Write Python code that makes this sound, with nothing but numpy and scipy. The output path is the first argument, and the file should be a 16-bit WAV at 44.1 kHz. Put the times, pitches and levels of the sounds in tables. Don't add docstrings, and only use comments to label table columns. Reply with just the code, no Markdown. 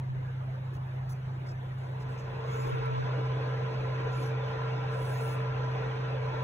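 import sys
import numpy as np
from scipy import signal
from scipy.fft import irfft
from scipy.io import wavfile
from scipy.ndimage import uniform_filter1d

SR = 44100
rng = np.random.default_rng(int(sys.argv[2]) if len(sys.argv) > 2 else 0)


def to_linear_factor(level_db):
    exponent = np.asarray(level_db, float) / 20
    return 10 ** exponent


def dump(signal):
    limited = np.clip(np.atleast_2d(signal).T, -1, 1)
    pcm = np.round(limited * 32767).astype(np.int16)
    wavfile.write(sys.argv[1], SR, pcm)


N = 283563
T = np.arange(N) / SR
HZ, FRAME_S = signal.stft(T, SR, nperseg=1024, noverlap=768)[:2]


def evened(x):
    return x / np.sqrt(np.mean(abs(x) ** 2) + 1e-20)


def read(points, hz):
    f, value = np.transpose(points)
    return np.interp(np.log(hz + 1), np.log(f + 1), value)


def spectra(x):
    return signal.stft(x, nperseg=1024, noverlap=768)[2]


def waves(z):
    return signal.istft(z, nperseg=1024, noverlap=768)[1][..., :N]


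def waver(width_hz):
    r = np.exp(-np.pi * width_hz / SR)
    z = rng.standard_normal(N + SR) + 1j * rng.standard_normal(N + SR)
    once = signal.lfilter([1], [1, -r], z)
    return evened(signal.lfilter([1], [1, -r], once)[SR:])


def patchy(shape, bins, frames):
    field = uniform_filter1d(rng.standard_normal(shape), size=bins, axis=0)
    return evened(uniform_filter1d(field, size=frames, axis=1))


def bump(hz, width_hz):
    return 1 / (1 + (2 * (HZ - hz) / width_hz) ** 2)


def band(x, lo_hz, hi_hz):
    return signal.sosfiltfilt(signal.butter(2, [lo_hz, hi_hz], "band", fs=SR, output="sos"), x)


# time in seconds, share of the boil from 0 to 1.
DISSOLVE = [(0, 0), (1.75, 0.05), (2.0, 0.27), (2.3, 0.49), (2.65, 0.97), (6.43, 1)]


def boil_share(t):
    return np.clip(np.interp(t, *np.transpose(DISSOLVE)), 0, 1)


# frequency in Hz, shared part from 0 to 1.
PORT_LIKENESS = [(60, .9), (170, .98), (300, .75), (600, .5), (1100, .5), (1700, .25), (3100, .3),
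                 (3800, .7), (4600, .99), (16000, .99)]


def ports(z, turn):
    same = np.clip(read(PORT_LIKENESS, HZ), 0, 1)[:, None]
    lag = -2 * np.pi * (HZ - 6820) / 4125
    phase = np.where(HZ < 3500, read(turn, HZ) * (HZ > 200), lag)
    right = same * np.exp(1j * phase)[:, None] * z[0] + np.sqrt(1 - same ** 2) * z[1]
    return np.array([z[0], right])


# time in seconds, level in dB.
BLADE_LEVEL = [(0, -34), (.7, -36), (.9, -36.5), (1.0, -34), (1.1, -35.5), (1.8, -37.5), (2.08, -35.5),
               (2.2, -39), (2.4, -36.5), (2.65, -31.5), (3.03, -33), (3.3, -31), (3.62, -32.5), (4.42, -33),
               (4.54, -35.5), (4.68, -33), (5.4, -32.5), (6.43, -34.5)]
# frequency in Hz, simmer level in dB, boil level in dB, waver from 0 to 1.
STEADY_HUMS = [(100.43, -49, -57, .2), (105.1, -58, -59, 0.5), (135.6, -59.5, -59.5, 1),
               (144, -62, -57, 0.8)]
# frequency in Hz, width in Hz, level in dB.
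HOUSING_HUMS = [(46.1, 7.9, -55.5), (65.1, 10, -61), (81, 14, -64), (151.2, 18, -55), (185.3, 40, -59)]


def fan():
    share = boil_share(T)
    blade_hz = np.where(share < 0.33, 129.4, 127.95)
    turn = np.exp(2j * np.pi * np.cumsum(blade_hz) / SR)
    tone = to_linear_factor(np.interp(T, *np.transpose(BLADE_LEVEL))) * turn * (1 + 0.094 * waver(38) + 0.069 * waver(5))
    for hz, simmer_db, boil_db, loose in STEADY_HUMS:
        level = to_linear_factor(simmer_db + (boil_db - simmer_db) * share)
        tone = tone + level * np.exp(2j * np.pi * hz * T) * (1 + loose * waver(1.5))
    for hz, width_hz, db in HOUSING_HUMS:
        tone = tone + to_linear_factor(db) * waver(width_hz) * np.exp(2j * np.pi * hz * T)
    lean = to_linear_factor([[-0.3], [0.3]]) * np.exp([[0.04j], [-0.04j]])
    return np.sqrt(2) * (tone * lean).real


# multiple of the mains, level in dB, waver width in Hz, clean share from 0 to 1,
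# lead of the left port in radians.
COIL_LINES = [(9, -44, 26, 0.97, 0.98), (12, -56, 32, 0.08, 0), (16, -62, 14, 0.5, -0.0071),
              (20, -51, 45, .4, -0.55), (24, -59.5, 10, 0.17, -1.5), (27, -53, 13, 0.4, 1.66),
              (44, -69.5, 6, 0.1, 0.75), (45, -66, 6.6, 0.8, 0.41)]


def coil():
    mains_hz = 49.97
    out = np.zeros((2, N))
    for multiple, db, width_hz, clean, lead in COIL_LINES:
        turn = np.exp(2j * np.pi * multiple * mains_hz * T)
        line = to_linear_factor(db) * (np.sqrt(clean) + np.sqrt(1 - clean) * waver(width_hz)) * turn
        out += np.sqrt(2) * (line * np.exp(0.5j * np.array([[lead], [-lead]]))).real
    return out * boil_share(T)


# time in seconds, level in dB.
WATER_SWELL = [(0, -1), (.6, -1), (1.5, 0), (2.4, 0.5), (3, 0.5), (4.8, 0.3), (6.43, 0)]


def air(tone_db, turn, patchy_db, blob_db, flicker_db):
    z = spectra(rng.standard_normal((2, N))) * np.sqrt(SR / 2)
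    wide = patchy(z.shape[1:], bins=10, frames=14)
    narrow = patchy(z.shape[1:], bins=2, frames=5)
    flicker = evened(uniform_filter1d(rng.standard_normal(len(FRAME_S)), size=6))
    swell = np.interp(FRAME_S, *np.transpose(WATER_SWELL)) * (HZ > 200)[:, None]
    level_db = tone_db[:, None] + patchy_db * wide + blob_db * narrow + flicker_db * flicker + swell
    return ports(z * to_linear_factor(level_db), turn)


# frequency in Hz, level in dB per Hz.
SIMMER_NOISE = [(28, -99), (45, -75), (90, -72.5), (200, -80.5), (250, -80), (400, -80.5), (950, -79.5),
                (1200, -87), (1600, -85.5), (2000, -89.5), (4000, -102), (5500, -109), (7000, -116),
                (15500, -120)]
BOIL_NOISE = [(28, -99), (45, -74), (90, -74), (200, -75.5), (250, -80.5), (550, -73.5), (1150, -79.5),
              (2100, -84.5), (4000, -93), (6000, -101), (7200, -113), (10000, -117), (15500, -119)]
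# frequency in Hz, width in Hz, lift in dB.
PAN_RINGS = [(313, 36, 8), (432, 48, 8.5), (507, 51, 7), (594, 50, 3.5), (835, 120, 4), (1015, 85, 10.5),
             (1436, 71, 7), (1625, 160, 6), (1926, 61, 6), (2607, 390, 6), (3450, 120, 4.5)]
# frequency in Hz, phase in radians.
SIMMER_PHASE = [(200, -3), (500, 1.5), (800, 2.6), (1600, 1.5), (2200, 4), (3000, 4), (3500, 4.5)]
BOIL_PHASE = [(200, 1), (450, 0.6), (700, 1.55), (1200, 2), (1500, 0.05), (2200, -2), (3500, -1.7)]


def water():
    share = boil_share(FRAME_S)
    pan_db = sum(db * bump(hz, width_hz) for hz, width_hz, db in PAN_RINGS)
    simmer = air(read(SIMMER_NOISE, HZ), SIMMER_PHASE, patchy_db=1.38, blob_db=3.0, flicker_db=0.5)
    boil = air(read(BOIL_NOISE, HZ) + pan_db, BOIL_PHASE, patchy_db=1.0, blob_db=3.0, flicker_db=0.5)
    return waves(np.sqrt(1 - share ** 2) * simmer + share * boil)


# start in seconds, length in seconds, bright level in dB, dull level in dB,
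# whistle in Hz (0 or below for none).
STEAM_JETS = [(.5, .07, -82, -72, 0), (0.734, 0.039, -67, -63.5, 0), (.93, 0.046, -80, -85, 12000),
              (1.09, 0.046, -57, -58, 0), (1.13, .04, -73, -68, 12997), (1.46, 0.067, -78, -58, 0),
              (1.768, 0.12, -85, -65, -2), (1.997, .04, -78, -59, 0), (2.085, 0.082, -82, -63, 9000),
              (2.173, 0.054, -82, -62, 6300), (2.41, 0.36, -62, -60, 6740), (2.61, 0.2, -73, -82, 10200),
              (4.076, 0.27, -66, -56.5, 0), (4.19, 0.1, -76, -69, 10000), (4.86, 0.31, -67.5, -60, 8595),
              (4.95, 0.53, -57.5, -56, 8900), (5.246, 0.13, -71, -68, 14500)]
# frequency in Hz, level in dB.
STEAM_COLOUR = [(2500, -41), (4500, 3.5), (6000, 0), (7800, -3), (12000, -1.5), (15500, -2.5)]
# start in seconds, peak level in dB.
BUBBLE_SNAPS = [
    (2.1975, -56),
    (2.8594, -51),
    (3.5, -61),
]


def steam():
    fine = evened(uniform_filter1d(rng.standard_normal(N), size=60))
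    coarse = evened(uniform_filter1d(rng.standard_normal(N), size=500))
    noise = rng.standard_normal((2, N)) * evened(to_linear_factor(1.1 * fine + 0.77 * coarse))
    jets = np.zeros((2, N))
    high = 1 / (1 + (7800 / (HZ + 1)) ** 8)
    for s, length, bright_db, dull_db, whistle_hz in STEAM_JETS:
        at = slice(round(s * SR), round((s + length) * SR))
        hiss = np.sqrt(high * to_linear_factor(2 * bright_db) + (1 - high) * to_linear_factor(2 * dull_db))
        colour = hiss * to_linear_factor(10.5 * bump(whistle_hz, 1400))
        jet = noise[:, at] * signal.windows.tukey(at.stop - at.start, np.clip(2.0 * length + 0.084, 0, 1))
        jets[:, at] += signal.fftconvolve(jet, np.fft.fftshift(irfft(colour))[None], "same", axes=1)
    for s, db in BUBBLE_SNAPS:
        jets[:, round(s * SR):][:, :40] += to_linear_factor(db + 3.0) * noise[:, :40] * np.exp(-np.arange(40) / 12)
    z = spectra(jets)
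    wide = patchy(z.shape[1:], bins=12, frames=10)
    narrow = patchy(z.shape[1:], bins=2, frames=4)
    level_db = read(STEAM_COLOUR, HZ)[:, None] + 3.5 * wide + 2.1 * narrow
    return waves(ports(z * to_linear_factor(level_db), BOIL_PHASE))


def scene():
    return water() + fan() + coil() + steam()


# start in seconds, peak level in dB.
SLIP_TICKS = [
    (.102, -38),
    (.166, -44),
    (2.724, -31),
    (2.81, -44),
    (2.963, -37),
    (3.01, -38),
]


def ticks():
    out, t = np.zeros(N), np.arange(800) / SR
    chirp = np.sin(2 * np.pi * np.cumsum(300 + 2000 * np.exp(-t / 0.002)) / SR)
    tick = chirp * np.exp(-t / 0.003) * np.minimum(t / 0.0003, 1)
    for s, db in SLIP_TICKS:
        out[round(s * SR):][:len(t)] += to_linear_factor(db) * tick
    return out


# start in seconds, stop in seconds, low edge in Hz,
# high edge in Hz, turn in radians.
PORT_SLIPS = [(2.5, 3.025, 530, 800, 1.26), (2.45, 3.025, 950, 1060, 1.06), (2.9, 3.08, 60, 200, 0.24),
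              (2.6, 3.025, 154, 340, 1), (2.91, 3.025, 250, 1700, 0.73), (0.098, 0.118, 230, 2300, 1.36),
              (0.093, .13, 60, 220, 0.39), (2.72, 2.746, 230, 1100, 1.54), (2.724, 2.748, 60, 213, 0.69),
              (2.805, 2.82, 60, 600, 0.21), (2.99, 3.025, 200, 1300, 1.16), (.165, .185, 60, 900, .3)]


def slip(mid, side):
    for start, stop, lo_hz, hi_hz, turn in PORT_SLIPS:
        at = slice(max(round((start - 0.1) * SR), 0), round((stop + 0.1) * SR))
        angle = turn * uniform_filter1d(1.0 * ((T[at] > start) & (T[at] < stop)), size=120)
        part = band(mid[at], lo_hz, hi_hz)
        side[at] += np.sin(angle) * signal.hilbert(part).imag
        mid[at] += (np.cos(angle) - 1) * part
    return mid, side


# low edge in Hz, high edge in Hz.
SUM_GAPS = [(4500, 5010), (8350, 9550), (12450, 13700)]
DIFFERENCE_GAPS = [(6350, 7500), (10500, 11650), (14500, 30000)]


def drop_gaps(mid, side):
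    edge_hz = 70 * patchy((len(HZ), len(FRAME_S)), bins=30, frames=5)
    both = spectra(np.array([mid, side]))
    hiss = both[1, (HZ > 8400) & (HZ < 9500)]
    hiss_db = 10 * np.log10(np.mean(abs(hiss) ** 2, axis=0) + 1e-20)
    excess_db = np.maximum(hiss_db - np.median(hiss_db) - 0.5, 0)
    edge_hz = edge_hz + 30 * np.outer((HZ > 7900) & (HZ < 10000), excess_db)
    hz = HZ[:, None]
    kept = [1 - sum((hz > lo + edge_hz) & (hz < hi - edge_hz) for lo, hi in gaps)
            for gaps in (SUM_GAPS, DIFFERENCE_GAPS)]
    return waves(both * kept * (hz < 15750))


def low_pass(x):
    return signal.sosfilt(signal.butter(12, 17000, fs=SR, output="sos"), x)


def record(dry):
    mid, side = (dry[0] + dry[1]) / 2, (dry[0] - dry[1]) / 2 + ticks()
    mid, side = slip(mid, side)
    mid, side = drop_gaps(mid, side)
    bass_cut = signal.butter(3, 33, "high", fs=SR, output="sos")
    mid, side = signal.sosfilt(bass_cut, [mid, side])
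    return low_pass(np.array([mid + side, mid - side]))


dry = scene()
out = record(dry)
dump(out)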